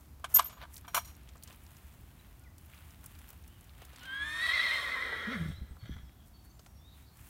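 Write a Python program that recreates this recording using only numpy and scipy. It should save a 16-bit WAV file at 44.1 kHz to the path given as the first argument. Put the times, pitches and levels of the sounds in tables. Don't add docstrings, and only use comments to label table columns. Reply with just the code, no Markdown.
import sys
import numpy as np
from scipy import signal
from scipy.fft import rfft, irfft
from scipy.io import wavfile

SR = 44100
rng = np.random.default_rng(int(sys.argv[2]) if len(sys.argv) > 2 else 0)


def invert_db(level):
    return 10 ** (np.asarray(level, dtype=float) / 20)


def dump(signal):
    limited = np.clip(np.atleast_2d(signal).T, -1, 1)
    pcm = np.round(limited * 32767).astype(np.int16)
    wavfile.write(sys.argv[1], SR, pcm)


N = 321489

# (frequency [Hz], density [dB per Hz])
AIR_COLOUR = [(20, -44), (50, 5.5), (300, -13), (480, -30.5), (700, -20), (2200, -30.5), (13500, -37),
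              (16000, -38)]
AIR_DB = -58
TRAFFIC_HZ, TRAFFIC_WIDTH_HZ, TRAFFIC_DB, TRAFFIC_SWELL_DB = 69.8, 11.5, -56.5, 1.2
CAPSULE_HZ, CAPSULE_WIDTH_HZ, CAPSULE_DB = 13800, 3000, -73.5

# (middle [s], half length [s], bright crunch [dB], dull crunch [dB])
STRIDES = [(0.0, 0.22, -67.5, -74.5), (0.317, 0.043, -54, -66), (0.422, 0.25, -83, -63),
           (0.585, 0.029, -73, -74), (0.622, 0.028, -63, -54), (0.75, 0.085, -62, -68.5),
           (1.095, 0.71, -73, -67.5), (1.503, 0.078, -65, -61.5), (1.77, 0.39, -64.5, -65.5),
           (2.212, 0.37, -68, -67.5), (2.634, 0.1, -67, -69), (2.767, 0.13, -63, -62),
           (2.898, 0.11, -64.5, -65), (3.07, 0.14, -64.5, -66), (3.242, 0.16, -67.5, -67),
           (3.58, 1, -69.5, -68.5), (3.819, 0.069, -69, -63), (4.037, 0.23, -66, -59.5),
           (5.483, 0.16, -72, -64), (6.273, 0.035, -67.5, -86), (6.453, 0.027, -64, -68.5),
           (6.666, 0.1, -70, -78), (6.988, 0.1, -65.5, -67.5), (7.28, 0.22, -59.5, -62.5)]
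# (time [s], peak [dB], body [dB])
FLAKES = [(0.196, -51.5, -4), (0.7402, -38, -39), (0.7677, -43, -30), (1.3553, -50, -0.5),
          (1.4341, -33, -47), (2.5805, -43.5, -26), (3.04, -42, -8), (3.0624, -44, -35.5),
          (3.1882, -43, -28), (3.2894, -42.5, -19), (3.3024, -41, -14.5), (3.3278, -49.5, -5.5),
          (3.477, -46, -35), (3.6406, -47.5, -23), (3.7793, -50, -9), (3.8492, -40.5, -19),
          (7.1694, -47.5, -19)]
# (time [s], peak [dB], body [dB])
STONES = [(0.7814, -42, -27), (1.2885, -39.5, -49), (1.4745, -38.5, -18), (1.483, -44, -18),
          (1.4994, -46, -5.5), (1.5254, -42, -14), (2.745, -50, -8.5), (2.906, -49, -20),
          (3.8187, -44, -2.5), (3.93, -44.5, -9), (3.9589, -36.5, -17), (4.0312, -39.5, -20),
          (4.0534, -39, -23), (5.7654, -59, 4.5), (5.855, -51.5, -6.5), (5.9644, -51.5, -3),
          (6.094, -58, -4), (6.5924, -40.5, -12), (6.6618, -42, -9)]
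# (time [s], peak [dB], pitch [Hz])
CHIPS = [(.736, -46, 9100), (.7415, -48, 6470), (.757, -42, 12000), (.765, -42.5, 4300), (.768, -42, 6500),
         (.77, -42, 14500), (0.7792, -43, 6440), (0.779, -45, 11500), (.811, -52, 12000), (.87, -52, 13000),
         (1.354, -58, 900), (1.151, -55, 6000), (1.166, -52, 12500), (1.2327, -57.5, 8800),
         (1.336, -62, 4860), (1.37, -55, 6300), (1.379, -53, 6300), (1.426, -49, 11000),
         (1.4258, -48.5, 3480), (1.5601, -50, 13000), (1.6364, -52, 12100), (1.665, -52, 5000),
         (1.7591, -64, 6100), (1.7675, -51, 5970), (1.927, -60, 6000), (2.01, -54, 14000),
         (2.3947, -54.5, 9700), (2.438, -58.5, 6160), (2.6115, -57, 13000), (2.6601, -54, 12350),
         (2.735, -49.5, 2120), (2.778, -54, 3000), (2.906, -51, 7000), (2.945, -56, 3490),
         (3.041, -52, 13400), (3.0605, -58, 8760), (3.061, -36.5, 11000), (3.151, -53, 4000),
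         (3.288, -47, 14000), (3.304, -42, 14500), (3.33, -52, 12500), (3.425, -56.5, 13000),
         (3.439, -53.5, 4570), (3.478, -49, 11600), (3.3754, -54, 14100), (3.6095, -51, 9180),
         (3.694, -52.5, 3280), (3.9935, -51, 6060), (5.125, -41, 720), (5.768, -56, 1030),
         (5.857, -56.5, 1590), (6.094, -58, 2190), (6.6616, -51, 2410), (6.4284, -69.5, 5970)]
GRAINS_PER_S = 1000
GATE_STILL_S = 0.72
FLAKE_HZ, STONE_HZ = 13000, 3100
SNAP_RISE_S, SNAP_T60_S = 0.002, 0.045
CRACK_T60_S, CRACK_DB = 0.012, 3
CHIP_T60_S, CHIP_LEAD_S, CHIP_SPREAD = 0.012, 0.004, 1.35
CHIP_BITE_DB, CHIP_MIDDLE_HZ = 14, 10000

# (time [s], peak [dB], half length [s], lower modes [dB])
SQUEALS = [(0.35, -13, 0.011, -11), (0.361, -19, 0.0061, 1.5), (0.37, -13.5, 0.011, -14.5),
           (0.384, -25, 0.013, -10), (0.406, -39, .015, -13), (.424, -40, 0.0055, -19),
           (.448, -33, .008, -20.5), (0.465, -36.5, 0.015, -17), (0.482, -45, 0.017, -4),
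           (0.528, -62, .02, 5), (0.554, -65, 0.061, 3)]
# (frequency [Hz], level [dB], width [Hz])
PIN = [(13290, 0, 48), (6800, -5, 91), (7770, -22, 180), (11300, -15, 150), (5900, -15.5, 200),
       (14100, -22.5, 370)]
# (time [s], peak [dB], timber [dB], t60 [s])
KNOCKS = [(0.2424, -22.5, -31, 0.058), (0.3503, -44, -40, 0.16), (0.366, -13, -39.5, 0.047),
          (0.387, -20, -28, 0.078), (0.3926, -2, -24.5, 0.025), (0.3967, -21, -27, 0.06),
          (0.4137, -33, -50, 0.2), (0.428, -33, -48, 0.069), (0.4536, -31, -49, 0.063),
          (0.495, -35, -52, 0.13), (0.5273, -46, -49.5, 0.08), (0.57, -70, -55.5, 0.42),
          (0.632, -46, -41, 0.06), (0.652, -43, -46, 0.02), (0.846, -84, -49.5, 0.086),
          (0.879, -40, -43, 0.091), (0.937, -64, -50, 0.12), (0.945, -15, -24, 0.079),
          (0.9544, -34.5, -59, 0.27), (0.964, -20, -30.5, 0.095), (0.9767, -23, -25, 0.045),
          (0.9806, -34, -40, 0.052), (0.997, -50, -53, 0.17), (1.047, -40, -60, 0.13),
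          (1.073, -44.5, -59, 0.24)]
# (frequency [Hz], width [Hz], level [dB])
TIMBER = [(717, 95, -6), (1029, 270, -3.5), (1230, 244, -1.5), (1480, 290, -4.5), (2260, 390, -9),
          (3000, 1000, -13.5)]
# (frequency [Hz], level [dB])
BOLT = [(4100, -4.5), (5717, 3.5), (6702, -1.5), (8527, -3.5), (9388, -4), (10420, -7), (11230, 0),
        (11890, 1), (12690, -1), (13260, -2), (14100, -5), (15330, -6)]
# (middle [s], peak [dB], half length [s])
BOOMS = [
    (.2465, -40, 0.0082),
    (0.371, -36, .003),
    (0.3965, -16, 0.0061),
    (.406, -29, 0.0046),
    (.58, -54, .015),
    (0.653, -49, .006),
    (0.956, -39, 0.0029),
    (0.9783, -27.5, 0.0043),
]
# (frequency [Hz], level [dB])
POST = [(1017, -5), (1168, -3.5), (1599, -14.5)]
BOLT_FREE_S = 0.872
BOLT_WIDTH_HZ, BOLT_DB, SLIDE_DB = 125, 0, -55
BLOW_DB, BLOW_S = -2, 0.0004

# (start [s], length [s], from [Hz], to [Hz], level [dB])
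BIRDS = [(2.19, .014, 4100, 3800, -67), (2.716, 0.035, 3420, 3340, -71), (5.547, .04, 6300, 4230, -72),
         (5.843, 0.14, 5900, 5880, -74), (2.404, 0.042, 1430, 1480, -66.5),
         (2.438, .026, 2560, 2170, -66.5), (2.457, 0.028, 2140, 1840, -62.5),
         (3.468, 0.051, 2745, 3080, -68.5), (3.502, 0.052, 3050, 3130, -72), (3.54, .04, 3120, 3060, -71),
         (3.545, 0.046, 3000, 2750, -72), (3.62, .024, 3080, 3100, -71), (5.519, 0.077, 3680, 4160, -60),
         (5.682, 0.052, 8300, 8100, -72), (5.738, 0.051, 8100, 7500, -79.5),
         (5.782, 0.061, 4450, 4350, -65.5), (6.012, 0.075, 5900, 4910, -76),
         (6.326, 0.085, 4470, 4460, -67), (6.422, 0.13, 4380, 4530, -74), (6.495, 0.016, 7350, 6300, -80),
         (6.496, 0.025, 6260, 6400, -68), (6.514, 0.079, 7040, 7310, -74), (6.588, 0.036, 6550, 6300, -72),
         (6.659, .07, 5600, 5650, -76), (6.741, 0.064, 5540, 5600, -71), (6.762, 0.024, 4940, 3420, -74.5),
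         (6.779, 0.09, 3400, 3660, -71), (7.01, .045, 3700, 3950, -68), (7.1, 0.063, 4300, 4400, -75),
         (6.841, 0.063, 3620, 3900, -63)]
# (start [s], length [s], from [Hz], to [Hz], level [dB])
RASPS = [
    (6.86, 0.14, 3800, 3800, -67),
    (7.04, 0.085, 4700, 4250, -69.5),
]
RASP_WIDTH_HZ = 690
YARD_T60_S, YARD_DB = 0.5, -9

# (time [s], pitch [Hz], roughness [0-1])
FOLDS = [
    (3.98, 255, .3),
    (4.211, 300, .12),
    (4.421, 338, .64),
    (4.88, 285, .68),
    (5.0, 256, .6),
    (5.269, 213, .68),
    (5.33, 268, .55),
    (5.4, 172, .8),
    (6.3, 100, 1.14),
]
# (time [s], effort [dB], mouth brightness [dB], hiss [dB])
EFFORT = [
    (3.981, -62, -6, -17),
    (4.08, -61, -6, -35),
    (4.28, -54.5, -4, -6.5),
    (4.5, -45.5, 5.5, -9),
    (4.75, -46.5, 5.5, -5.5),
    (4.96, -42.5, -5, -15.5),
    (5.27, -40.5, -5, -23),
    (5.39, -45, -6.5, -15.5),
    (5.52, -54, 1.5, -9),
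]
# (frequency [Hz], width [Hz], level [dB])
THROAT_LOW = [(1129, 156, 6), (1336, 500, 4), (1630, 175, 4), (1955, 330, 3), (2437, 89, 6)]
# (frequency [Hz], width [Hz], level [dB])
THROAT_HIGH = [(3262, 213, 8.5), (3676, 360, 5), (3470, 100, 6.5), (4250, 113, 5.5), (5230, 550, -10),
               (5750, 900, -19)]
# (frequency [Hz], density [dB per Hz])
HISS = [(4300, -47), (5200, 9.5), (6000, 0), (9000, 5.5), (10300, -6.5), (11300, 0), (16000, -4)]
# (frequency [Hz], width [Hz], level [dB])
SINUS = [(6300, 280, 8.5), (7440, 84, 13), (8350, 150, 8.5), (9540, 430, 13), (11000, 250, 11),
         (11500, 238.7, -5), (12900, 300, -3)]
# (time [s], peak [dB], half length [s], mouth brightness [dB])
HEAVES = [(5.127, -58, 0.097, -14), (5.332, -41.5, 0.046, -9.5), (5.672, -63.5, 0.16, -4),
          (5.818, -61, 0.023, 1), (5.84, -55, 0.013, -4), (5.86, -57, 0.014, 2), (5.88, -59, 0.03, 2),
          (5.904, -63, 0.014, 6.5), (5.931, -54, 0.041, 1.5), (5.967, -55, 0.0087, -9),
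          (5.986, -62, 0.011, 0), (6.002, -61.5, 0.041, -1), (6.093, -76, 0.09, 9),
          (6.22, -79, 0.093, 10.5), (6.376, -81.5, .1, 10)]
# (frequency [Hz], width [Hz], from [s], to [s], depth [0-1])
NOSE = [(2560, 580, 4.79, 5.1, 1), (2770, 480, 6.7, 4.81, 0.37), (1113, 550, 4.88, 5.11, 0.81),
        (4390, 1840, 4.74, 5.2, 0.66)]
VOICE_END_S, RELEASE_DB_PER_S, HEAVE_HISS_DB = 6.89, 261, -48
THROAT_OPEN_S = 0.3
SECOND_LOW_HZ, SECOND_LIFT_HZ, SECOND_LIFT_S = 430, 90, 5.33
SINUS_SHUT_S, SINUS_SHUT_LENGTH_S, SINUS_LEFT, SINUS_SWAY = 4.5, 0.022, 0.4, 0.0091
NOSTRIL_HZ, NOSTRIL_WIDTH_HZ, NOSTRIL_DB, NOSTRIL_FROM_S = 3335, 260, -6, 5.76

# (time [s], middle pitch [Hz], level [dB])
WHISTLE = [
    (4.0, 1454, -62),
    (4.1, 1499, -41.5),
    (4.235, 1597, -39.5),
    (4.33, 1668, -41.5),
    (4.44, 1707, -31.5),
    (4.62, 1793, -33.5),
    (4.72, 1775, -36),
    (5.03, 1743, -36),
    (5.37, 1644, -45),
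]
OVERTONES = [0, -24, -27, -23, -27, -33]
SIDEBANDS = [-22, -20.5]
# (time [s], step up [Hz], stumble [dB])
LEAPS = [
    (4.046, 125.5, -4),
    (4.065, -55, -1.5),
    (4.131, 24, 1),
    (4.238, 56, -3.5),
    (4.41, 77, -1),
    (4.468, -0.5, -14),
    (4.52, 24.5, 2),
    (4.6, -25.5, 0),
]
# (middle [s], half length [s], change [dB])
SURGES = [(4.222, 0.03, 4.5), (4.453, .015, -1), (4.494, 0.014, 7), (4.501, 0.02, 2.5), (4.529, 0.008, -15),
          (4.575, 0.014, 1), (4.588, .007, -15), (4.596, 0.023, 5.5), (4.677, 0.01, -1),
          (4.714, 0.015, 4.5), (4.773, 0.019, -3), (4.819, 0.032, -11), (4.858, .015, -1.5),
          (4.948, 0.012, 1), (4.973, .012, 0), (5.025, 0.0074, 8), (5.092, 0.016, -2), (5.133, 0.016, 8.5),
          (5.176, 0.012, -8)]
LEAP_S, STUMBLE_S = 0.00827, 0.045
TRILL_CREST_S, TRILL_PER_S, TRILL_HZ = 4.54, 10.15, 80
TRILL_START_S, TRILL_GROW_S, TRILL_END_S, TRILL_FADE_S = 4.47, 0.06, 5.22, 0.17
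TRILL_WIDEN_S, TRILL_WIDEN_HZ = 4.65, 40
TRILL_STEP, TRILL_STEP_LATE, TRILL_EASE_S = 2.6, 1.2, 0.3
PUSH_DB, PUSH_LEAD, CREST_DB = 0.5, 0.16, 2
HOARSE_FROM_S, HOARSE_RISE_S, HOARSE_TOP = 4.3, 0.3, 0.42
OVERTONE_DB, SQUEAK_DB, SQUEAK_S = -9, 8, 0.12
OVERTONE_BREAK_DB, OVERTONE_SAG_FROM_S, OVERTONE_SAG_DB = 3.5, 4.66, -6

# (time [s], pitch [Hz])
CHEST = [
    (5.255, 241),
    (5.28, 206),
    (5.33, 277.4),
    (5.365, 210),
    (5.382, 166),
    (5.43, 168.7),
    (5.475, 146.6),
    (5.505, 160.3),
    (5.55, 141.5),
]
# (time [s], peak [dB], half length [s])
THROBS = [
    (5.284, -36.5, 0.019),
    (5.316, -41.5, 0.041),
    (5.365, -37, 0.037),
    (5.422, -32, 0.043),
    (5.461, -37, 0.019),
    (5.487, -36.5, 0.014),
    (5.507, -34.5, 0.011),
]
# (time [s], peak [dB], pitch [Hz], t60 [s])
GRUNTS = [
    (5.519, -42.5, 76.7, 0.21),
    (5.577, -42.5, 83, 0.11),
    (5.613, -36.5, 63.6, 0.15),
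    (5.709, -40, 63.2, 0.11),
    (5.824, -46, 110.7, 0.28),
    (5.894, -25.5, 198, 0.014),
    (5.903, -39.5, 65.2, 0.25),
    (5.959, -40, 75.4, 0.18),
    (6.031, -44, 64.7, 0.15),
]
CHEST_SECOND_DB, GROWL_DB = -22.5, -12
HALF_FROM_S, HALF_PER_S = 5.33, 4
CHEST_JITTER, CHEST_SHAKE_DB = 0.15, 5
EDGE_HZ = 15900


def evened(x):
    return x / np.sqrt(np.mean(x ** 2) + 1e-20)


def add(mix, s, sound):
    part = mix[round(s * SR):][:len(sound)]
    part += sound[:len(part)]


def played(rows):
    s, *columns = np.transpose(rows)
    t = np.arange(s[0], s[-1], 1 / SR)
    return t, [np.interp(t, s, c) for c in columns]


def ramp(t, from_s, length_s):
    return np.clip((t - from_s) / length_s, 0, 1)


def arch(t, middle_s, half_s):
    return np.cos(np.pi / 2 * np.clip((t - middle_s) / half_s, -1, 1))


def swells(t, rows):
    coarse = t[::32]
    return np.interp(t, coarse, sum(invert_db(db) * arch(coarse, s, half) ** 2 for s, half, db in rows))


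def wander(count, hz):
    r = np.exp(-2 * np.pi * hz / SR)
    return evened(signal.lfilter([1], [1, -2 * r, r * r], rng.standard_normal(count)))


def resonate(x, hz, width):
    turn = np.exp(2j * np.pi * np.cumsum(hz * np.ones(len(x))) / SR)
    r = np.exp(-np.pi * abs(width) / SR)
    return 2 * (turn * signal.lfilter([1 - r], [1, -r], x / turn)).real


def coloured(x, points):
    f, db = np.transpose(points)
    hz = np.fft.rfftfreq(len(x), 1 / SR)
    gain = invert_db(np.interp(np.log(hz + 1), np.log(f + 1), db))
    return evened(irfft(rfft(x) * gain, len(x)))


def band(x, lo_hz, hi_hz):
    edges = [lo_hz, min(hi_hz, 0.45 * SR)]
    return signal.sosfilt(signal.butter(2, edges, "bandpass", fs=SR, output="sos"), x)


def air():
    drone = evened(resonate(rng.standard_normal(N), TRAFFIC_HZ, TRAFFIC_WIDTH_HZ))
    drone_level = invert_db(TRAFFIC_DB + TRAFFIC_SWELL_DB * wander(N, hz=0.17))
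    capsule = evened(resonate(rng.standard_normal(N), CAPSULE_HZ, CAPSULE_WIDTH_HZ))
    hush = coloured(rng.standard_normal(N), AIR_COLOUR)
    return invert_db(CAPSULE_DB) * capsule + invert_db(AIR_DB) * hush + drone_level * drone


def snapping_stones():
    out, t = np.zeros(N), np.arange(SR // 10) / SR
    for rows, hz in (FLAKES, FLAKE_HZ), (STONES, STONE_HZ):
        for s, db, body_db in rows:
            grit = rng.standard_normal(len(t)) * ramp(t, 0, SNAP_RISE_S)
            rattle = invert_db(db - 60 * t / SNAP_T60_S) * grit
            crack = rattle + invert_db(db + CRACK_DB - 60 * t / CRACK_T60_S) * grit
            body = invert_db(body_db + 12) * band(rattle, 450, 1500)
            add(out, s, invert_db(-9) * band(crack, hz / 2.5, hz * 2.5) + body)
    for s, db, hz in CHIPS:
        bite = invert_db(db - 60 * abs(t - CHIP_LEAD_S) / CHIP_T60_S) * rng.standard_normal(len(t))
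        bite[round(CHIP_LEAD_S * SR)] += invert_db(db + CHIP_BITE_DB) * CHIP_MIDDLE_HZ / hz
        add(out, s + 0.00098 - CHIP_LEAD_S, band(bite, hz / CHIP_SPREAD, hz * CHIP_SPREAD))
    return out


def shuffle():
    t = np.arange(N) / SR
    sizes = invert_db(5.5 * np.minimum(rng.exponential(1, N), 3.2))
    sizes *= rng.random(N) < GRAINS_PER_S / SR
    grains = signal.lfilter([1], [1, -0.97], sizes) * rng.standard_normal(N)
    grit = evened(grains) + 0.96 * rng.standard_normal(N)
    bright = evened(band(grit, 4900, 18000))
    gate_drag = (t < GATE_STILL_S) * evened(band(grit, 484, 1600))
    dull = evened(band(grit, 810, 3670)) + gate_drag
    bright_level = swells(t, [(s, half, db) for s, half, db, _ in STRIDES])
    dull_level = swells(t, [(s, half, db) for s, half, _, db in STRIDES])
    return bright_level * bright + dull_level * dull


def latch_squeal(t):
    main, lower = np.zeros((2, len(t)))
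    for s, db, half, lower_db in SQUEALS:
        swell = invert_db(db) * np.hanning(int(2 * half * SR) + 3)
        add(main, s - half, swell)
        add(lower, s - half, invert_db(lower_db) * swell)
    main_hz, _, main_width = PIN[0]
    squeal = main * np.sin(2 * np.pi * main_hz * t + 0.5 * wander(len(t), hz=main_width))
    slips = rng.standard_normal(len(t))
    return squeal + lower * sum(invert_db(db) * evened(resonate(slips, f, w)) for f, db, w in PIN[1:]) / 2


def latch_knocks(t):
    tick, wood = np.zeros((2, len(t)))
    short = t[:SR // 6]
    blow = invert_db(BLOW_DB) * np.sin(np.pi * ramp(short, 0, BLOW_S))
    for s, db, wood_db, t60 in KNOCKS:
        rattle = rng.standard_normal(len(short))
        rattle *= invert_db(-60 * short / t60) * (1 - np.exp(-short / 0.001))
        add(tick, s, invert_db(db) * rattle)
        add(wood, s, invert_db(wood_db) * (rattle + blow))
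    metal = tick * (t > BOLT_FREE_S)
    add(metal, BOLT_FREE_S + 0.012, invert_db(SLIDE_DB) * rng.standard_normal(SR // 16))
    out = invert_db(BOLT_DB) * sum(invert_db(db) * resonate(metal, f, BOLT_WIDTH_HZ) for f, db in BOLT)
    out += invert_db(15) * sum(invert_db(db) * resonate(resonate(wood, f, w), f, 2 * w) for f, w, db in TIMBER)
    boom = np.sqrt(sum((invert_db(db) * arch(t, s, half)) ** 2 for s, db, half in BOOMS))
    out += boom * sum(invert_db(db) * np.sin(2 * np.pi * f * t) for f, db in POST)
    return out + invert_db(-14.5) * band(tick, 870, 9900)


def latch():
    t = np.arange(3 * SR // 2) / SR
    out = np.zeros(N)
    add(out, 0, latch_squeal(t) + latch_knocks(t))
    return out


def birds():
    out = np.zeros(N)
    for s, length, from_hz, to_hz, db in BIRDS:
        hz = np.linspace(from_hz, to_hz, int(length * SR))
        sway = wander(SR // 5, hz=61)[:len(hz)]
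        flutter = wander(SR // 5, hz=30)[:len(hz)]
        tone = np.sin(2 * np.pi * np.cumsum(hz * (1 + 0.0053 * sway)) / SR)
        add(out, s, invert_db(db + 2 * flutter) * tone * signal.windows.tukey(len(hz), 0.5))
    for s, length, from_hz, to_hz, db in RASPS:
        hz = np.linspace(from_hz, to_hz, int(length * SR))
        rasp = rng.standard_normal(len(hz))
        tone = resonate(resonate(rasp, hz, RASP_WIDTH_HZ), hz, RASP_WIDTH_HZ)
        add(out, s, invert_db(db) * evened(tone) * np.hanning(len(hz)))
    return out


def yard(x):
    taps = np.zeros(SR // 2)
    at = np.arange(900, len(taps) - 40, 40)
    taps[at + rng.integers(0, 40, len(at))] = rng.choice([-1., 1.], len(at))
    taps *= invert_db(-60 * np.arange(len(taps)) / SR / YARD_T60_S)
    return invert_db(YARD_DB) * signal.fftconvolve(band(x, 700, 8700), taps / np.linalg.norm(taps))[:N]


def fold_cycles(t):
    s, hz, rough = np.transpose(FOLDS)
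    hz = np.interp(t, s, hz)
    rough = np.clip(np.interp(t, s, rough), 0, 1)
    jitter = 1 + 0.0621 * rough * wander(len(t), hz=71.2)
    return hz, rough, np.cumsum(hz * jitter) / SR


def breath_hiss(t, puffs):
    hiss = coloured(puffs, HISS)
    ajar = 1 - (1 - SINUS_LEFT) * ramp(t, SINUS_SHUT_S, SINUS_SHUT_LENGTH_S)
    cavities = 0
    for f, w, db in SINUS:
        swaying_hz = f * (1 + SINUS_SWAY * wander(len(t), hz=4.8))
        cavities = cavities + invert_db(db) * resonate(hiss, swaying_hz, w)
    return evened(hiss + ajar * cavities)


def folds():
    s, *controls = np.transpose(EFFORT)
    t = np.arange(s[0], VOICE_END_S, 1 / SR)
    effort_db, bright_db, hiss_db = (np.interp(t, s, c) for c in controls)
    call = invert_db(effort_db - RELEASE_DB_PER_S * np.maximum(t - s[-1], 0))
    heave = swells(t, [(m, half, db) for m, db, half, _ in HEAVES])
    heave_bright = swells(t, [(m, half, db + mouth_db) for m, db, half, mouth_db in HEAVES])

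    hz, rough, turns = fold_cycles(t)
    pulses = sum(np.cos(2 * np.pi * k * turns) for k in range(2, 24))
    puffs = evened((0.35 + np.exp(-(turns % 1) / 0.3)) * rng.standard_normal(len(t)))
    drive = (1 - rough) * evened(pulses) + rough * puffs
    drive /= np.hypot(1 - rough, rough)

    shake = 1 + 0.02 * wander(len(t), hz=9)

    def throat(modes):
        return evened(sum(invert_db(db) * resonate(resonate(drive, f * shake, w), f * shake, w) for f, w, db in modes))

    low, high = throat(THROAT_LOW), throat(THROAT_HIGH)
    rest_hz = np.maximum(2 * hz, SECOND_LOW_HZ + SECOND_LIFT_HZ * ramp(t, SECOND_LIFT_S, 0.022))
    second = evened(resonate(resonate(drive + 2 * rough * puffs, rest_hz, 330), rest_hz, 413))
    partials = ((1, 0), (2, -12), (3, -10))  # (number, dB)
    first = (1 - rough) ** 2 * sum(invert_db(db) * np.cos(2 * np.pi * k * turns) for k, db in partials)
    hiss = breath_hiss(t, puffs)
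    nostril = resonate(resonate(drive, NOSTRIL_HZ, NOSTRIL_WIDTH_HZ), NOSTRIL_HZ, NOSTRIL_WIDTH_HZ)
    snort = invert_db(-2.5) * high + invert_db(NOSTRIL_DB) * evened(nostril)
    high = np.where(t > NOSTRIL_FROM_S, snort, high)

    dark = invert_db(3) * ramp(t, t[0], THROAT_OPEN_S) * low
    dark += invert_db(-3.5) * rough * np.sqrt(1 - rough ** 8) * second + invert_db(-1) * first
    voice = (call + heave) * dark
    voice += (call * invert_db(bright_db) + heave_bright) * high
    voice += (call * invert_db(hiss_db) + heave * invert_db(HEAVE_HISS_DB)) * hiss
    return t[0], invert_db(3.5 * rough ** 8 * np.tanh(wander(len(t), hz=60))) * voice


def whistle():
    t, (hz, db) = played(WHISTLE)
    hz = hz + sum(step * ramp(t, s, LEAP_S) for s, step, _ in LEAPS)
    db = db + sum(dip * (t > s) * (1 - ramp(t, s, STUMBLE_S)) for s, _, dip in LEAPS)

    depth = ramp(t, TRILL_START_S, TRILL_GROW_S) * ramp(-t, -TRILL_END_S, TRILL_FADE_S)
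    swing = (TRILL_HZ + TRILL_WIDEN_HZ * ramp(t, TRILL_WIDEN_S, TRILL_GROW_S)) * depth
    beat = (t - TRILL_CREST_S) * TRILL_PER_S
    steepness = TRILL_STEP + (TRILL_STEP_LATE - TRILL_STEP) * ramp(t, TRILL_CREST_S, TRILL_EASE_S)
    trill = np.tanh(steepness * np.cos(2 * np.pi * beat) - 0.3)
    db = db + PUSH_DB * depth * np.cos(2 * np.pi * (beat + PUSH_LEAD))
    db = db + CREST_DB * depth * np.maximum(trill, 0)
    db = db + sum(change_db * arch(t, s, half) ** 2 for s, half, change_db in SURGES)

    hoarse = HOARSE_TOP * ramp(t, HOARSE_FROM_S, HOARSE_RISE_S)
    turns = np.cumsum(hz + swing * trill + 45 * hoarse * wander(len(t), hz=90)) / SR
    pure = np.cos(2 * np.pi * turns)
    overtones = 0
    for k, overtone_db in enumerate(OVERTONES):
        breaks_db = OVERTONE_BREAK_DB * min(k, 1) * wander(len(t), hz=14)
        level = invert_db(overtone_db - 36 * k * hoarse + breaks_db)
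        overtones = overtones + level * np.cos(2 * np.pi * (k + 2) * turns)
    squeak_db = SQUEAK_DB * (1 - ramp(t, t[0], SQUEAK_S))
    fade_db = -0.045 * swing * (0.5 + trill)
    sag_db = OVERTONE_SAG_DB * ramp(t, OVERTONE_SAG_FROM_S, SQUEAK_S)
    tone = pure + overtones * invert_db(OVERTONE_DB + squeak_db + fade_db + sag_db)

    cycles = fold_cycles(t)[2]
    tone *= 1 + 2 * sum(invert_db(b) * np.cos(2 * np.pi * (k + 1) * cycles) for k, b in enumerate(SIDEBANDS))
    flutter_db = -18 * hoarse * np.maximum(wander(len(t), hz=130), 0) + 3.5 * hoarse
    return t[0], np.sqrt(2) * invert_db(db + flutter_db) * tone * signal.windows.tukey(len(t), 0.03)


def nose(call):
    t = np.arange(N) / SR
    for hz, width, from_s, to_s, depth in NOSE:
        call = call - np.interp(t, [from_s, to_s], [0, min(depth, 1)]) * resonate(call, hz, width)
    return call


def chest():
    out = np.zeros(N)
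    t, (hz,) = played(CHEST)
    half = np.clip(HALF_PER_S * (t - HALF_FROM_S), 0, 0.55)
    turn = 2 * np.pi * np.cumsum(hz * (1 + CHEST_JITTER * half * wander(len(t), hz=60))) / SR
    level = swells(t, [(s, length, db) for s, db, length in THROBS])
    level = level * invert_db(CHEST_SHAKE_DB * half * wander(len(t), hz=50.3))
    note = np.sin(turn) + invert_db(CHEST_SECOND_DB) * np.sin(2 * turn) + half * np.sin(turn / 2 + 2)
    add(out, t[0], np.sqrt(2) * level * note)
    t = np.arange(SR // 3) / SR
    for s, db, hz, t60 in GRUNTS:
        growl = evened(band(rng.standard_normal(len(t)), 115, 187))
        push = np.sin(2 * np.pi * hz * t) + invert_db(GROWL_DB) * growl
        add(out, s, 2 * invert_db(db - 60 * t / t60) * push * (1 - np.exp(-t / 0.0026)))
    return out


def scene():
    song = birds()
    call = np.zeros(N)
    add(call, *folds())
    add(call, *whistle())
    call = nose(call)
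    mix = air() + snapping_stones() + shuffle() + latch()
    mix += song + invert_db(3) * yard(song)
    mix += call + chest() + yard(call)
    return mix[None]


def low_pass(x):
    return signal.sosfilt(signal.butter(12, 16870, fs=SR, output="sos"), x)


def record(dry):
    edge = signal.firwin(511, EDGE_HZ, window=("kaiser", 9), fs=SR)
    mix = signal.oaconvolve(dry, edge[None], "same")
    return low_pass(mix)


dry = scene()
out = record(dry)
dump(out)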